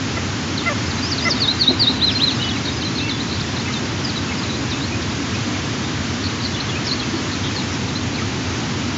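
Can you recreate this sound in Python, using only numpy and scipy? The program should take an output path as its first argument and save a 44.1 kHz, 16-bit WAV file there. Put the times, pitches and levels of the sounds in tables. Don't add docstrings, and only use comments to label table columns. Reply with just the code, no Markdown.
import sys
import numpy as np
from scipy import signal
from scipy.fft import rfft, irfft, next_fast_len
from scipy.io import wavfile
from scipy.ndimage import uniform_filter1d, map_coordinates

SR = 44100
rng = np.random.default_rng(int(sys.argv[2]) if len(sys.argv) > 2 else 0)


def int16_out(signal):
    q = np.round(np.clip(np.atleast_2d(signal).T, -1, 1) * 32767)
    wavfile.write(sys.argv[1], SR, q.astype(np.int16))


def nominal_scale(level):
    x = np.asarray(level, float) / 20
    return 10 ** x


N = 395577


def unit(x):
    return x / np.sqrt(np.mean(x ** 2) + 1e-20)


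def filtered(x, response):
    size = next_fast_len(N + 8192)
    return irfft(rfft(x, size) * response(np.fft.rfftfreq(size, 1 / SR)), size)[:N]


def wobble(rate, size):
    knots = rng.standard_normal(int(size * 900 / SR) + 4)
    return map_coordinates(knots, [np.arange(size) * rate / SR])


def fade(t, edge):
    return np.sin(np.pi / 2 * np.clip(np.minimum(t, t[-1] - t) / edge, 0, 1))


def add(track, s, note):
    track[round(s * SR):][:len(note)] += note


THROAT_HZ = 4150


def whistle(s, hz, db, edge, flutter_db, rasp, throat_db=0):
    t = np.arange(-edge / 2, s[-1] - s[0] + edge / 2, 1 / SR)
    pitch = uniform_filter1d(np.interp(t, s - s[0], hz), size=170, mode="nearest")
    flutter, sway, shake = [wobble(rate, size=8192)[:len(t)] for rate in (170, 900, 900)]
    throat = throat_db * np.exp(-((pitch - THROAT_HZ) / 550) ** 2)
    level = np.interp(t, s - s[0], db) + flutter_db * flutter + throat
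    turn = np.exp(2j * np.pi * np.cumsum(pitch) / SR)
    rasp = np.clip(rasp, 0, 1)
    voice = np.sqrt(2 - 2 * rasp) + np.sqrt(rasp) * (sway + 1j * shake)
    return nominal_scale(level) * fade(t - t[0], edge) * (voice * turn).imag


# t/s from the start, f/Hz, level/dB against the peak
PEAKED_SHAPE = [
    (0, 4640, -13),
    (.033, 5050, -8),
    (.06, 5400, -10.5),
    (.08, 6500, -18.5),
    (.102, 4730, 0.5),
    (.121, 4150, -14.5),
]
DOWN_SHAPE = [
    (0, 4860, -7.5),
    (.015, 4650, -4.5),
    (.031, 4330, 2.5),
    (.04, 4000, -4),
    (.05, 3720, -4),
    (.064, 3500, -17.5),
]
UP_SHAPE = [
    (0, 3560, -23),
    (.012, 3704, -4),
    (.02, 3820, 2.5),
    (.03, 4035, -9),
    (.04, 4130, -7),
    (.068, 4050, -25),
]
ARCHED_SHAPE = [
    (0, 2500, -18.5),
    (.026, 3750, -4.5),
    (.035, 3984, -6),
    (.046, 4150, 0),
    (.069, 4050, -11.5),
    (.09, 3855, -2),
    (.108, 3300, -12.5),
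    (.127, 2350, -16),
]
# t/s, stretch (ratio), peak level/dB, extra onset level/dB, extra ending level/dB
PEAKED_TIMES = [
    (1.025, .97, -19, 4, 1),
    (1.21, 1.03, -16.5, -6, 1.4),
]
DOWN_TIMES = [
    (1.4, .9, -15, -4, -1.5),
    (1.59, .99, -12.5, -13, -3.5),
    (1.796, .97, -14, 4, -0.5),
]
UP_TIMES = [
    (1.468, 1, -16, 3.5, 11),
    (1.662, 1, -10.5, 0, 3),
    (1.862, 1.03, -10, 1, -8),
]
ARCHED_TIMES = [
    (1.995, .99, -12, -10, -1),
    (2.193, 1.01, -13, 0.5, -2),
]
ONSET_S, ENDING_S = 0.012, 0.03


def begging():
    kinds = (
        (PEAKED_SHAPE, PEAKED_TIMES),
        (DOWN_SHAPE, DOWN_TIMES),
        (UP_SHAPE, UP_TIMES),
        (ARCHED_SHAPE, ARCHED_TIMES),
    )
    for shape, times in kinds:
        t, hz, under_db = np.transpose(shape)
        for s, stretch, db, onset_db, ending_db in times:
            onset = onset_db * np.exp(-t / ONSET_S)
            ending = ending_db * np.exp(-((t[-1] - t) / ENDING_S) ** 2)
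            level = db + under_db + onset + ending
            yield s - 0.003, whistle(stretch * t, hz, level, edge=0.0051, flutter_db=2.2, rasp=0.02)


# t/s, length/s, start f/Hz, settled f/Hz, level/dB
HOOK_NOTES = [(0.574, 0.042, 4720, 3600, -29), (0.701, .018, 6780, 6240, -36.5),
              (0.817, .025, 7080, 6520, -35), (.93, .03, 6720, 6450, -32.5),
              (1.182, 0.037, 4570, 3580, -26.5), (2.419, 0.018, 4200, 3640, -27.5),
              (2.488, 0.034, 4520, 3330, -27.5), (2.977, 0.027, 4830, 3570, -25),
              (3.093, .077, 4590, 3520, -27.5), (3.727, 0.064, 5670, 3635, -27.5),
              (4.039, .045, 5580, 4780, -30), (4.377, .027, 5500, 4800, -31),
              (4.703, 0.046, 6030, 3590, -27), (7.555, .042, 5000, 4150, -27.5)]
SETTLE_S, HOOK_SAG_HZ_PER_S = 0.0085, 1000
HOOK_ATTACK_S, HOOK_ATTACK_DB, HOOK_FADE_DB_PER_S = 0.008, 5, 199.5


def hooks():
    for s, length, hz, settled_hz, db in HOOK_NOTES:
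        t = np.linspace(0, length, num=16)
        level = db - HOOK_ATTACK_DB * np.exp(-t / HOOK_ATTACK_S) - HOOK_FADE_DB_PER_S * t
        drop = (hz - settled_hz) * np.exp(-(t / SETTLE_S) ** 1.2)
        pitch = settled_hz + drop - HOOK_SAG_HZ_PER_S * t
        yield s - 0.003, whistle(t, pitch, level + 0.5, edge=0.005, flutter_db=3.5, rasp=0.066, throat_db=4)


ALONG = np.linspace(0, 1, num=16)

# t/s, length/s, start f/Hz, level/dB
FALL_NOTES = [
    (0.906, 0.017, 4860, -31),
    (2.812, .015, 4590, -26.5),
    (3.407, .015, 5600, -28),
    (3.565, 0.011, 4280, -28),
    (4.09, .02, 4820, -30),
    (4.429, 0.014, 4540, -29),
    (5.022, .0085, 5430, -26.5),
    (5.35, 0.0127, 5400, -32),
    (7.883, .017, 4200, -33.5),
]
REST_HZ = 3560


def falls():
    for s, length, hz, db in FALL_NOTES:
        yield s, length, hz + (REST_HZ - hz) * ALONG, db, 0.07


# t/s, length/s, start f/Hz, end f/Hz, level/dB
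GLIDE_NOTES = [(0.864, 0.019, 4950, 5260, -32), (1.36, .035, 3870, 3600, -31),
               (2.847, .036, 4160, 3950, -28), (4.155, 0.026, 4100, 3830, -27),
               (2.114, 0.019, 5500, 4810, -27.5), (2.305, .025, 4400, 3920, -24.5),
               (2.34, .03, 5730, 4760, -33), (3.002, 0.027, 3600, 4430, -31),
               (3.196, .025, 3600, 4330, -29.5), (3.399, 0.016, 3600, 4300, -30),
               (3.582, 0.021, 3710, 4400, -33), (4.53, .027, 3740, 4140, -32),
               (4.806, 0.044, 3610, 4290, -31.5), (5.108, .016, 3650, 3970, -34),
               (6.445, 0.018, 4650, 3940, -26), (6.602, .011, 4010, 4350, -23),
               (6.688, 0.02, 3450, 3250, -29.5), (6.85, .013, 4350, 5900, -32),
               (6.865, .018, 5840, 4270, -25), (6.889, 0.01, 4440, 4000, -23.5),
               (6.911, .023, 4000, 4500, -21), (6.998, 0.0071, 4350, 3900, -23),
               (7.956, .016, 3950, 4200, -26), (8.169, .042, 2650, 1660, -33)]


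def glides():
    for s, length, hz, end_hz, db in GLIDE_NOTES:
        yield s, length, hz + (end_hz - hz) * ALONG, db, 0.1


# t/s, length/s, middle f/Hz, level/dB
PEEP_NOTES = [(.975, 0.02, 4030, -35), (1.295, 0.027, 3686, -30.5), (1.448, .02, 3580, -26),
              (1.94, 0.06, 3970, -35), (2.062, .013, 5000, -33), (2.152, 0.029, 4150, -25),
              (2.388, .014, 3710, -28), (2.443, .013, 4800, -32), (2.445, .015, 3370, -27),
              (2.56, .015, 3950, -31), (2.579, 0.014, 4050, -33), (2.676, 0.015, 3764, -25.5),
              (2.72, 0.013, 5020, -31), (2.764, 0.036, 4980, -35.5), (2.955, 0.018, 4250, -29.5),
              (3.108, 0.017, 4020, -30), (4.495, 0.014, 3960, -28), (5.842, 0.013, 3670, -31.5),
              (6.402, 0.011, 3980, -31.5), (6.54, .03, 3450, -31), (7.009, .016, 3300, -29),
              (7.165, 0.016, 4370, -31.5), (7.596, .013, 3760, -30), (8.01, 0.013, 3650, -32)]
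PEEP_SAG_HZ_PER_S = 3300


def peeps():
    for s, length, hz, db in PEEP_NOTES:
        yield s, length, hz - PEEP_SAG_HZ_PER_S * length * (ALONG - 0.5), db, 0.07


# t/s, length/s, held f/Hz, end f/Hz, level/dB
LOW_NOTES = [(2.398, 0.098, 2996, 2950, -25.5), (2.552, .02, 2930, 2110, -28),
             (2.828, .014, 3150, 3170, -28), (2.995, .095, 2664, 2700, -30.5),
             (3.082, .018, 2400, 1930, -29), (3.655, .022, 2680, 2600, -29.5),
             (3.678, 0.016, 2270, 1940, -25.5), (3.7, 0.012, 1380, 1290, -29),
             (4.285, 0.02, 2760, 2550, -30), (4.313, .015, 2320, 2140, -30), (4.72, .063, 2580, 2630, -38),
             (4.922, 0.026, 2540, 2450, -29), (5.335, .027, 2520, 2600, -33),
             (5.54, 0.033, 2550, 1860, -31), (6.56, 0.027, 3010, 2960, -31), (6.71, .035, 2840, 2870, -33),
             (6.75, .028, 2500, 2600, -31), (7.026, 0.015, 2820, 2450, -29.5),
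             (7.505, .013, 2610, 2550, -33), (8.215, 0.015, 1400, 1270, -31)]
DROOP_POWER = 1.9
SCOOP_HZ, SCOOP_S = 205, 0.006


def low_voice():
    for s, length, hz, end_hz, db in LOW_NOTES:
        scoop = SCOOP_HZ * np.exp(-length * ALONG / SCOOP_S)
        pitch = hz + (end_hz - hz) * ALONG ** DROOP_POWER - scoop
        yield s, length, pitch, db, 0.04 + 0.89 * abs(1 - end_hz / hz)


# t/s, length/s, middle f/Hz, level/dB
HOARSE_NOTES = [
    (2.654, 0.019, 4250, -26),
    (3.292, .039, 4140, -31.5),
    (3.322, .041, 4220, -32),
    (6.237, 0.036, 4230, -28.5),
    (6.296, .02, 4180, -34.5),
    (6.42, .05, 4500, -29.5),
    (7.316, .04, 4090, -32),
    (7.438, 0.048, 3500, -29),
    (7.715, 0.041, 5500, -34),
    (8.14, 0.023, 4150, -33),
]
HOARSE_SAG_HZ_PER_S = 5000


def hoarse():
    for s, length, hz, db in HOARSE_NOTES:
        yield s, length, hz - HOARSE_SAG_HZ_PER_S * length * (ALONG - 0.5), db, 0.9


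CHIRP_SWELL = [-2.5, -1.1, -2]


def chicks():
    track = np.zeros(N + SR)
    for calls in (begging, hooks):
        for s, note in calls():
            add(track, s, note)
    swell = np.interp(ALONG, [0, 1 / 3, 1], CHIRP_SWELL)
    for kind in (falls, glides, peeps, low_voice, hoarse):
        for s, length, hz, db, rasp in kind():
            note = whistle(length * ALONG, hz, db + swell, 0.0089, flutter_db=1.7, rasp=rasp, throat_db=2.5)
            add(track, s - 0.004, note)
    return track[:N]


# t/s, open part/s, closed tail/s, level/dB, beak opening level/dB
CLUCK_NOTES = [
    (.165, 0.016, 0.0043, -31.5, 1),
    (.658, 0.034, 0.039, -29, 7.5),
    (1.25, .035, .018, -31, 11.5),
]
CLUCK_HZ, CLUCK_RISE_DB, CLUCK_SAG_HZ_PER_S = 679.5, 4.5, 700
BREAK_S, BREAK_HZ, CLOSED_DB = 0.0035, 591, -8
LAST_DROP_S, LAST_DROP_HZ = 0.0099, 170


def parent():
    track = np.zeros(N + SR)
    for s, hold, tail, db, open_db in CLUCK_NOTES:
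        t = np.arange(0, hold + BREAK_S + tail, 1 / SR)
        shut = np.clip((t - hold) / BREAK_S, 0, 1)
        hz = CLUCK_HZ + shut * (BREAK_HZ - CLUCK_HZ - CLUCK_SAG_HZ_PER_S * (t - hold))
        hz = hz - LAST_DROP_HZ * np.clip(1 - (t[-1] - t) / LAST_DROP_S, 0, 1) ** 2
        level = db - CLUCK_RISE_DB * np.clip(1 - t / (0.95 * hold), 0, 1) + 2.1 * shut
        beak_db = open_db + shut * (CLOSED_DB - open_db - 120 * (t - hold))
        phase = 2 * np.pi * np.cumsum(hz + 5 * wobble(150, size=len(t))) / SR
        partials_db = [0.1, 3.0 + 0.39 * beak_db, beak_db + 4.0, 0.51 * beak_db - 8.0]
        stack = sum(nominal_scale(g) * np.sin(k * phase) for k, g in enumerate(partials_db, 1))
        loudness = np.sqrt(2) * nominal_scale(level + 1.2 * wobble(300, size=len(t)))
        add(track, s, loudness * fade(t, 0.0072) * stack)
    return track[:N]


# t/s, f/Hz, level/dB, time to fall 60 dB/s
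THUMP_NOTES = [
    (1.686, 252.4, -10, 0.16),
    (1.705, 356, -11, 0.095),
    (1.728, 247, -21, 0.24),
    (1.896, 260, -11.5, 0.11),
    (7.137, 330, -10.5, 0.068),
]


def nest():
    track, twigs = np.zeros(N + SR), np.zeros(N + SR)
    t = np.arange(SR // 4) / SR
    for s, hz, db, t60 in THUMP_NOTES:
        blow = nominal_scale(db - 60 * t / t60) * (1 - np.exp(-t / 0.0034))
        add(track, s, blow * np.sin(2 * np.pi * hz * t))
        add(twigs, s, blow * rng.standard_normal(len(t)))

    def dull(f):
        return 1 / (1 + (f / 900) ** 4) / (1 + (450 / (f + 1)) ** 4)

    return track[:N] + nominal_scale(4) * filtered(twigs[:N], dull)


# delay t/s, level/dB
BOUGH_ECHOES = [
    (.0031, -16),
    (.0072, -14),
    (0.0116, -19),
]


def tree(x):
    t = np.arange(SR // 4) / SR
    scatter = rng.standard_normal(len(t)) * nominal_scale(-60 * t / 0.37) * (t > 0.004)
    answer = nominal_scale(-10.5) * scatter / np.linalg.norm(scatter)
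    for delay, db in BOUGH_ECHOES:
        answer[round(delay * SR)] += nominal_scale(db)
    return x + signal.fftconvolve(x, answer)[:N]


# f/Hz, level/dB per Hz
WIND_SPECTRUM = [(15, -65.5), (25, -41.5), (42, -25), (52, -15.5), (93, 4), (178, -4), (261, 0.5),
                 (509, -16), (647, -18.5), (783, -18.5), (948, -17.5), (1900, -19), (6740, -24.5),
                 (7600, -32.5), (9880, -61), (16700, -120)]


def rush(share, patchy_db):
    z = signal.stft(rng.standard_normal(N), nperseg=512)[2]
    patches = uniform_filter1d(rng.standard_normal(z.shape), size=5, axis=0)
    patches = uniform_filter1d(patches, size=8, axis=1)
    noise = signal.istft(z * nominal_scale(patchy_db * unit(patches)), nperseg=512)[1][:N]
    f, db = np.transpose(WIND_SPECTRUM)

    def colour(hz):
        level = np.interp(np.log(np.clip(hz, 1, 7550)), np.log(f), db)
        return nominal_scale(level) * np.sqrt(share(hz))

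    return unit(filtered(noise, colour))


SPLIT_HZ = 554
RUMBLE_DB, HISS_DB, HISS_EASES_DB_PER_S = -24, -26.5, 0.0558


def wind():
    t = np.arange(N) / SR

    def low(hz):
        return 1 / (1 + (hz / SPLIT_HZ) ** 8)

    raw = rush(low, patchy_db=-0.4)
    gusts = abs(signal.hilbert(raw, next_fast_len(N))[:N])
    evened = raw / (0.3 + gusts) ** 0.24
    rumble = nominal_scale(RUMBLE_DB) * unit(filtered(evened, lambda hz: 1 / (1 + (38 / (hz + 1)) ** 4)))
    hiss_db = HISS_DB - HISS_EASES_DB_PER_S * t + 0.33 * wobble(3.15, size=N)
    return rumble + nominal_scale(hiss_db) * rush(lambda hz: 1 - low(hz), patchy_db=0.52)


PARENT_ECHO_SHARE = 0.3


def scene():
    young, adult = chicks(), parent()
    echoed = tree(young + PARENT_ECHO_SHARE * adult)
    mono = echoed + (1 - PARENT_ECHO_SHARE) * adult + nest() + wind()
    return np.array([mono, mono])


# t/s, from f/Hz, to f/Hz
EMPTY_BANDS = [
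    (2.01, 5050, 5600),
    (2.01, 5850, 6050),
    (2.01, 6350, 6750),
    (1.11, 6750, 6950),
    (1.31, 7400, 7800),
]
FRAME = 2822


def thin_treble(x):
    lead = 1690
    shape = dict(fs=SR, window="cosine", nperseg=2 * FRAME, noverlap=FRAME)
    hz, t, z = signal.stft(np.pad(x, (lead, 0)), **shape)
    busy = np.sum(abs(z[hz > 2500]) ** 2, axis=0)
    thrift = np.clip((hz[:, None] - 4300) / 2600, 0, 1) * (busy / np.median(busy)) ** 0.2
    keep = abs(z) > 0.75 * thrift * np.median(abs(z), axis=1, keepdims=True)
    thin = rng.random((len(hz) // 7 + 1, len(t))).repeat(7, axis=0)[:len(hz)]
    keep &= thin > 0.14 * thrift ** 2
    for s, from_hz, to_hz in EMPTY_BANDS:
        frame = np.argmin(abs(t - lead / SR - s))
        keep[:, frame] &= (hz < from_hz) | (hz > to_hz)
    return signal.istft(z * keep, **shape)[1][lead:lead + N]


def top_cut(x):
    return signal.sosfilt(signal.butter(12, 7900, fs=SR, output="sos"), x)


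TOP_HZ = 7583


def record(dry):
    rounded = dry[0] / (1 + abs(dry[0] / 0.68) ** 4) ** (1 / 4)
    narrow = filtered(thin_treble(rounded), lambda f: 1 / (1 + (f / TOP_HZ) ** 70))
    return top_cut(np.array([narrow, narrow]))


dry = scene()
out = record(dry)
int16_out(out)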